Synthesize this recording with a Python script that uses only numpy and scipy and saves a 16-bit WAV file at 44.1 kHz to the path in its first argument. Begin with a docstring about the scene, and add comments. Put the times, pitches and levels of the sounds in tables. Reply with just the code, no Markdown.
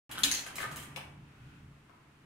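"""Bottles and jars clink in a large refrigerator door as it is pulled open in a quiet kitchen.
The rubber seal creaks and lets go with a hollow puff, and the jolt makes the glass crack and ring.
Plastic racks tick and containers knock while the door swings with a low rumble.
The fridge hums underneath, and the hard walls echo every contact."""
import sys
import numpy as np
from scipy import signal
from scipy.fft import rfft, irfft
from scipy.io import wavfile

SR = 44100
rng = np.random.default_rng(int(sys.argv[2]) if len(sys.argv) > 2 else 0)


def to_wav(sig):
    """Store sig (one row per channel, or 1-D mono) as 16-bit WAV at the path in sys.argv[1].

    Samples outside -1..1 are clipped; the rate is SR.
    """
    pcm = np.clip(np.atleast_2d(sig), -1, 1) * 32767
    pcm = np.round(pcm).astype(np.int16)
    wavfile.write(sys.argv[1], SR, pcm.T)  # frames by channels


N = 99225
TIME = np.arange(N) / SR

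# when the bottle and the jar are hit: (time [s], ring level [dB], crack level [dB])
BOTTLE_HITS = [(.2343, -31.5, -1.5), (.2377, -28, -0.5), (.2397, -39.5, 1), (.2555, -50, -12),
               (.3905, -49, -21)]
JAR_HITS = [(.3139, -32.5, -3), (.3202, -51, -10), (.3396, -57, -8.5), (.3485, -38, -12.5),
            (.371, -44, -21)]
# the notes each one rings with: (pitch [Hz], level [dB], time to fade by 60 dB [s])
BOTTLE_NOTES = [(2757, -19.5, 0.178), (3074, -14, 0.0503), (3400, 1, .028), (4260, 3.5, .04),
                (4238, -13.5, .12), (4940, -12.5, .08), (6850, -3, .04), (6862, -13.5, .1),
                (7290, -11, 0.075), (8838, -15, .09)]
JAR_NOTES = [(1630, -6, 0.098), (2680, -16, 0.24), (3159, -25, 0.32), (4180, 0, 0.13), (5060, -16, 0.081),
             (6300, 7, 0.077), (6450, -45, 0.154), (6250, -16, 0.106), (6400, -12, 0.051), (6500, -4, .04),
             (9695, -2.5, .14)]
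# the tone of each one's crack: (frequency [Hz], level [dB])
BOTTLE_CRACK = [(90, -46.5), (420, -26.5), (1050, -13), (2250, -5), (3750, -2), (5450, -12), (7100, -3),
                (9600, -11.5), (15500, -17.5)]
JAR_CRACK = [(90, -44), (420, -14), (1050, -15.5), (1750, -6.5), (4150, 3), (5350, -2.5), (6650, 6),
             (8250, -10.5), (10100, -6), (15500, -14.5)]

def glass_clinks(hits, notes, crack_tone):
    """Jolted glass gives a sharp crack of sound, then rings. Returns the two separately."""
    cracks, rings = np.zeros((2, N))
    for start, ring_db, crack_db in hits:
        add(cracks, start, amp(crack_db) * contact(crack_tone, fade_s=.0017))
        add(rings, start, amp(ring_db) * ring(notes))
    return cracks, rings


# each tick: (time [s], level [dB], fade time [s], extra brightness [dB per octave])
TICKS = [(0.1133, -17, .005, -1), (0.1875, -17, 0.0026, 3), (0.2338, -10, 0.00096, -1.2),
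         (0.3811, -25, 0.002, -2.5), (.3942, -22, 0.0059, -0.5), (.4638, -20, 0.0081, -2.5),
         (.5563, -16, 0.0051, -0.9), (0.5811, -19, .009, -3.7), (0.6015, -22.5, 0.0069, 1.5),
         (0.613, -17, 0.0061, -2.7), (0.714, -23, .007, -1), (0.7604, -18, 0.0028, 1.7),
         (0.7755, -22, 0.0058, -3.8), (0.799, -28, 0.0099, 7), (.8258, -25.5, 0.005, -1.5),
         (0.961, -24.5, 0.0017, 4.5)]
# the tone all ticks share: (frequency [Hz], level [dB])
TICK_TONE = [(90, -24.5), (320, -14.5), (1550, -8.5), (3250, 1.5), (4250, -3.5), (5350, -5.5), (7650, 0),
             (11200, -1), (14200, -7), (15900, -10.5)]

def rack_ticks():
    """The plastic racks give short, bright ticks as the door moves."""
    out = np.zeros(N)
    for start, db, fade_s, tilt in TICKS:
        tone = [(hz, tone_db + tilt * np.log2(hz)) for hz, tone_db in TICK_TONE]
        add(out, start, amp(db) * contact(tone, fade_s))
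    return out


# each knock: (time [s], level [dB], fade time [s], container's pitch [Hz])
KNOCKS = [(0.1145, -26.5, 0.0089, 2540), (0.2407, -31, 0.0042, 1750), (0.4631, -20, 0.0056, 1660),
          (0.5827, -12.5, 0.0056, 2060), (0.6034, -15, .007, 1680), (0.6292, -12, 0.0042, 1385),
          (.6418, -16, 0.0047, 1280), (.6645, -42, 0.004, 1220), (0.7134, -26, 0.01, 1320),
          (0.7699, -26, .018, 1840), (.9609, -14.5, 0.0055, 2500), (0.9731, -19.5, 0.0039, 1050),
          (1.0103, -28, 0.0056, 1750), (1.8945, -37, 0.0024, 1060)]
# the tone of a knock: (frequency [multiple of the pitch], level [dB])
KNOCK_TONE = [(.04, -25.5), (.3, -11), (.6, -13), (1, -1), (1.35, -7), (2.1, -19), (3.8, -28), (9, -38)]
# when the rack is set ringing: (time [s], level [dB])
RACK_HITS = [(0.6296, -51), (0.641, -56), (.7145, -82), (.771, -63.5)]
# the rack's notes: (pitch [Hz], level [dB], time to fade by 60 dB [s])
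RACK_NOTES = [(810, -8, 0.048), (1186.7, 1, 0.66), (1245, 3.5, .14), (1710, -3, 0.039)]

def container_knocks():
    """Containers knock dully, and a few of the knocks set the rack ringing."""
    out = np.zeros(N)
    for start, db, fade_s, pitch in KNOCKS:
        tone = [(multiple * pitch, tone_db) for multiple, tone_db in KNOCK_TONE]
        add(out, start, amp(db) * contact(tone, fade_s))
    for start, db in RACK_HITS:
        add(out, start, amp(db) * ring(RACK_NOTES))
    return out


# the last faint taps: (time [s], level [dB])
TAPS = [(1.8962, -57.5), (1.934, -60.5), (1.976, -66.5)]
# the notes of a tap: (pitch [Hz], level [dB], time to fade by 60 dB [s])
TAP_NOTES = [(715, -4.5, 0.044), (1007, -2, 0.065), (1082, -3.5, 0.061), (1275, -5, 0.053),
             (2190, -5, 0.024)]

def settling_taps():
    """Containers settle in the rack as the door stops."""
    out = np.zeros(N)
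    for start, db in TAPS:
        add(out, start, amp(db) * ring(TAP_NOTES))
    return out


# each creak: (time [s], length [s], level [dB])
CREAKS = [(0.105, .05, -60.5), (0.1514, 0.046, -45), (0.194, 0.019, -59.5), (0.494, 0.028, -58)]
# where the seal rings: (pitch [Hz], width [Hz], level [dB])
SEAL_BANDS = [(1080, 250, -14.5), (1380, 67, 1), (1540, 62, -2.5), (2250, 240, -20.5), (3120, 350, -8.5)]

def seal_creaks(slips_per_s=830, spread_db=8.5):
    """The rubber sticks and slips, and each tiny slip makes the seal ring briefly."""
    out = np.zeros(N)
    for start, length_s, db in CREAKS:
        slipping = (rng.random(N) < slips_per_s / SR) & (TIME < length_s)
        strength = amp(spread_db * rng.standard_normal(N))
        creak = unit(resonate(slipping * strength + 1e-18, SEAL_BANDS))
        share = length_s * SR / N  # so the level counts the creak, not the silence after it
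        add(out, start, amp(db) * creak * np.sqrt(share))
    return out


def air_puff(peak_s=.272, pitch_hz=283.3, db=-37, rise_s=.015, fall_s=.029):
    """A hollow note swells and dies as air enters through the opening seal."""
    t = TIME - peak_s
    swell = np.exp(np.minimum(t / rise_s, -t / fall_s))
    return amp(db) * swell * np.sin(2 * np.pi * pitch_hz * t)


# how loud the door's rumble and rubbing are: (time [s], level [dB])
RUMBLE_LEVEL = [(.1, -59.5), (.25, -50), (.43, -66), (.62, -54.5), (1.0, -58), (1.22, -54), (1.36, -64.5),
                (1.44, -54.5), (1.56, -56.5), (1.64, -54.5), (1.74, -62), (2.0, -70.5), (2.25, -65.5)]
RUB_LEVEL = [(.1, -50), (.25, -44.5), (.45, -51.5), (.8, -53), (.92, -55.5), (1.08, -62), (1.2, -73.5),
             (1.35, -66.5), (1.5, -66.5), (1.65, -70), (1.85, -73.5), (2.25, -78.5)]
# the tone of each: (frequency [Hz], level [dB])
RUMBLE_TONE = [(20, -10), (45, -3.5), (70, 3.5), (125, 4), (180, -0.5), (250, -7.5), (340, -11),
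               (450, -45.5), (1000, -54)]
RUB_TONE = [(100, -10.5), (280, 6.5), (450, -7.5), (900, -1.5), (1450, -2), (2000, -1.5), (2700, -6.5),
            (4200, -20), (9000, -20.5), (16000, -33.5)]

def door_swing():
    """The moving door makes a low rumble and a soft rubbing noise."""
    rumble = level(RUMBLE_LEVEL) * stereo_noise(RUMBLE_TONE)
    rubbing = level(RUB_LEVEL) * stereo_noise(RUB_TONE)
    return rumble + rubbing


# each boom: (time [s], pitch [Hz], level [dB], half its length [s])
BOOMS = [(0.721, 145.8, -46.5, 0.027), (1.438, 122, -50, 0.03), (1.638, 134.3, -51, 0.021)]

def door_booms():
    """The door panel booms softly: low notes that swell and fade."""
    out = np.zeros(N)
    for peak_s, hz, db, half_s in BOOMS:
        swell = np.exp(-((TIME - peak_s) / half_s) ** 2)
        out += amp(db) * swell * np.sin(2 * np.pi * hz * TIME)
    return np.sqrt(2) * out


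# how loud the hinge is: (time [s], level [dB])
HINGE_LEVEL = [(1.1, -94), (1.28, -68.5), (1.37, -69.5), (1.5, -64), (1.6, -67.5), (1.75, -98)]
# where the hinge rings: (pitch [Hz], width [Hz], level [dB])
HINGE_BANDS = [(1450, 90, 3), (2550, 300, -3.5), (3100, 195, -12.5)]

def hinge_rub():
    """Fine rubbing makes the hinge ring faintly."""
    friction = rng.standard_normal((2, N))
    return level(HINGE_LEVEL) * unit(resonate(friction, HINGE_BANDS))


# the notes in the hum: (pitch [Hz], level [dB])
HUM_NOTES = [(71, -68.5), (143, -58.5), (213, -72.5), (284, -70.5), (415, -74.5)]
# how the whole hum rises and falls: (time [s], level change [dB])
HUM_LEVEL = [(.1, -10), (.5, -10), (.72, 1.5), (1.02, 4), (1.25, -3), (1.7, -2.5), (1.95, -11.5),
             (2.25, -8.5)]

def fridge_hum(waver_db=.6, waver_points=20):
    """The running fridge hums with low, wavering notes, louder once the door is ajar."""
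    waver_times = np.linspace(0, TIME[-1], waver_points)
    out = np.zeros(N)
    for hz, db in HUM_NOTES:
        waver = waver_db * np.interp(TIME, waver_times, rng.standard_normal(waver_points))
        out += amp(db + waver) * np.sin(2 * np.pi * (hz * TIME + rng.random()))
    return np.sqrt(2) * out * level(HUM_LEVEL)


# the tone of the still room: (frequency [Hz], level [dB])
AIR_TONE = [(30, -4.5), (300, 1.5), (500, -7.5), (1200, -4.5), (2500, -9), (5000, -21),
            (10000, -25), (16000, -35.5)]

def room_air(db=-63.5):
    """The quiet kitchen has a faint, steady hush."""
    return amp(db) * stereo_noise(AIR_TONE)


# how long the echo lasts: (frequency [Hz], time to fade by 60 dB [s])
ECHO_FADE = [(150, .42), (800, 0.73), (2000, 0.47), (5500, 0.38), (10000, .37), (16000, 0.26)]

def kitchen_echo(gap_s=.0029, build_s=.0028, early_db=6.5, early_s=.0069):
    """The walls answer a click with strong first bounces, then a tail that dies band by band."""
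    noise = stereo_noise([(20, 0), (20000, 0)])
    edges = np.geomspace(60, 19000, 11)
    tail = np.zeros((2, N))
    for low, high in zip(edges, edges[1:]):
        band = signal.sosfilt(signal.butter(2, [low, high], "band", fs=SR, output="sos"), noise)
        tail += band * np.exp(-np.log(1000) * TIME / at_hz(ECHO_FADE, np.sqrt(low * high)))
        noise = np.roll(noise, SR // 7, axis=1)  # a new stretch of noise for the next band
    build_up = 1 - np.exp(-np.maximum(TIME - gap_s, 0) / build_s)
    early_boost = 1 + amp(early_db) * np.exp(-TIME / early_s)
    echo = tail * build_up * early_boost
    return echo[:, :SR] / np.linalg.norm(echo, axis=1, keepdims=True)


# how alike left and right are: (frequency [Hz], likeness [0 to 1])
LIKENESS = [(60, 1), (200, .95), (350, .8), (700, 0.21), (1500, .15), (4000, 0), (16000, 0.082)]

def stereo_noise(tone):
    """Noise with the given tone, alike on both sides only in the bass."""
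    hz = np.fft.rfftfreq(N, 1 / SR)
    alike = at_hz(LIKENESS, hz)
    mid, side = rfft(rng.standard_normal((2, N)))
    left_right = np.sqrt(1 + alike) * mid + np.sqrt(1 - alike) * side * [[1], [-1]]
    return unit(irfft(amp(at_hz(tone, hz)) * left_right, N))


def contact(tone, fade_s, size=8192):
    """Two things touch: a dying flurry of tiny impacts, with a total energy of 1."""
    flurry = rng.standard_normal(size) * np.exp(-TIME[:size] / fade_s)
    burst = shape_tone(flurry, tone)
    return burst / np.linalg.norm(burst)


def ring(notes, size=30000):
    """One blow starts all of an object's notes, each at a slightly random strength."""
    t = TIME[:size]
    out = np.zeros(size)
    for k, (hz, db, fade_s) in enumerate(notes):
        strength = (-1) ** k * amp(db - .5 * rng.standard_normal())  # every other note is flipped
        out += strength * np.exp(-np.log(1000) * t / fade_s) * np.sin(2 * np.pi * hz * t)
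    return out


def resonate(x, bands):
    """Keep the parts of a sound near the pitches where an object rings."""
    return sum(amp(db) * signal.lfilter(*signal.iirpeak(hz, hz / width, fs=SR), x)
               for hz, width, db in bands)


def shape_tone(x, tone, size=4096):
    """Give a sound a tone while keeping its start sharp (a minimum-phase filter)."""
    hz = abs(np.fft.fftfreq(size, 1 / SR))
    log_gain = np.log(amp(at_hz(tone, hz)))
    spectrum = np.exp(np.conj(signal.hilbert(log_gain)))
    kernel = np.fft.ifft(spectrum).real[:size // 2]
    return signal.fftconvolve(x, kernel / np.linalg.norm(kernel))[:len(x)]


def place(x, echo, pan_db, lag_s, direct_db, echo_db):
    """Add the room's echo to the direct sound, which is pan_db louder and lag_s later on the left."""
    left = np.interp(TIME - lag_s, TIME, x) * amp(pan_db / 2)
    right = x * amp(-pan_db / 2)
    reflected = signal.fftconvolve(x[None], echo, axes=1)[:, :N]
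    return amp(direct_db) * np.array([left, right]) + amp(echo_db) * reflected


def amp(db):
    """Turn decibels into a multiplier."""
    return 10 ** (np.asarray(db) / 20)


def unit(x):
    """Scale to an average (rms) level of 1."""
    return x / np.sqrt(np.mean(x ** 2) + 1e-20)


def level(rows):
    """Draw a volume curve through (time [s], level [dB]) rows."""
    return amp(np.interp(TIME, *np.transpose(rows)))


def at_hz(rows, hz):
    """Read between a table's rows, with octaves evenly spaced."""
    frequencies, values = np.transpose(rows)
    return np.interp(np.log(np.maximum(hz, 1)), np.log(frequencies), values)


def add(track, start_s, sound):
    """Mix a sound in at a time."""
    i = int(start_s * SR)
    track[i:i + len(sound)] += sound[:N - i]


def scene():
    """Clinks, ticks, knocks and creaks echo over the door's movement, the hum and the air."""
    echo = kitchen_echo()
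    door = door_swing() + air_puff() + door_booms() + hinge_rub()
    bottle_crack, bottle_ring = glass_clinks(BOTTLE_HITS, BOTTLE_NOTES, BOTTLE_CRACK)
    jar_crack, jar_ring = glass_clinks(JAR_HITS, JAR_NOTES, JAR_CRACK)
    background = fridge_hum() + room_air()
    ticks = rack_ticks()
    knocks = container_knocks() + settling_taps()
    return (place(bottle_crack, echo, pan_db=1, lag_s=.0003, direct_db=-3, echo_db=-.5)
            + place(bottle_ring, echo, pan_db=12, lag_s=.00025, direct_db=7.5, echo_db=-9)
            + place(jar_crack, echo, pan_db=6, lag_s=.00011, direct_db=-1.5, echo_db=1)
            + place(jar_ring, echo, pan_db=0, lag_s=.00002, direct_db=-2, echo_db=-14)
            + place(ticks, echo, pan_db=-1, lag_s=.00002, direct_db=-1, echo_db=3.5)
            + place(knocks, echo, pan_db=14, lag_s=.00016, direct_db=-2.5, echo_db=1.46)
            + place(seal_creaks(), echo, pan_db=.8, lag_s=.00008, direct_db=2.5, echo_db=0)
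            + door + background)


def record(dry):
    """The sound starts suddenly after a short silence, and the highest treble is cut."""
    start_s, cutoff_hz = .094, 15750
    treble_cut = signal.ellip(10, .2, 60, cutoff_hz, fs=SR, output="sos")
    return signal.sosfilt(treble_cut, dry * (TIME > start_s))


dry = scene()
out = record(dry)
to_wav(out)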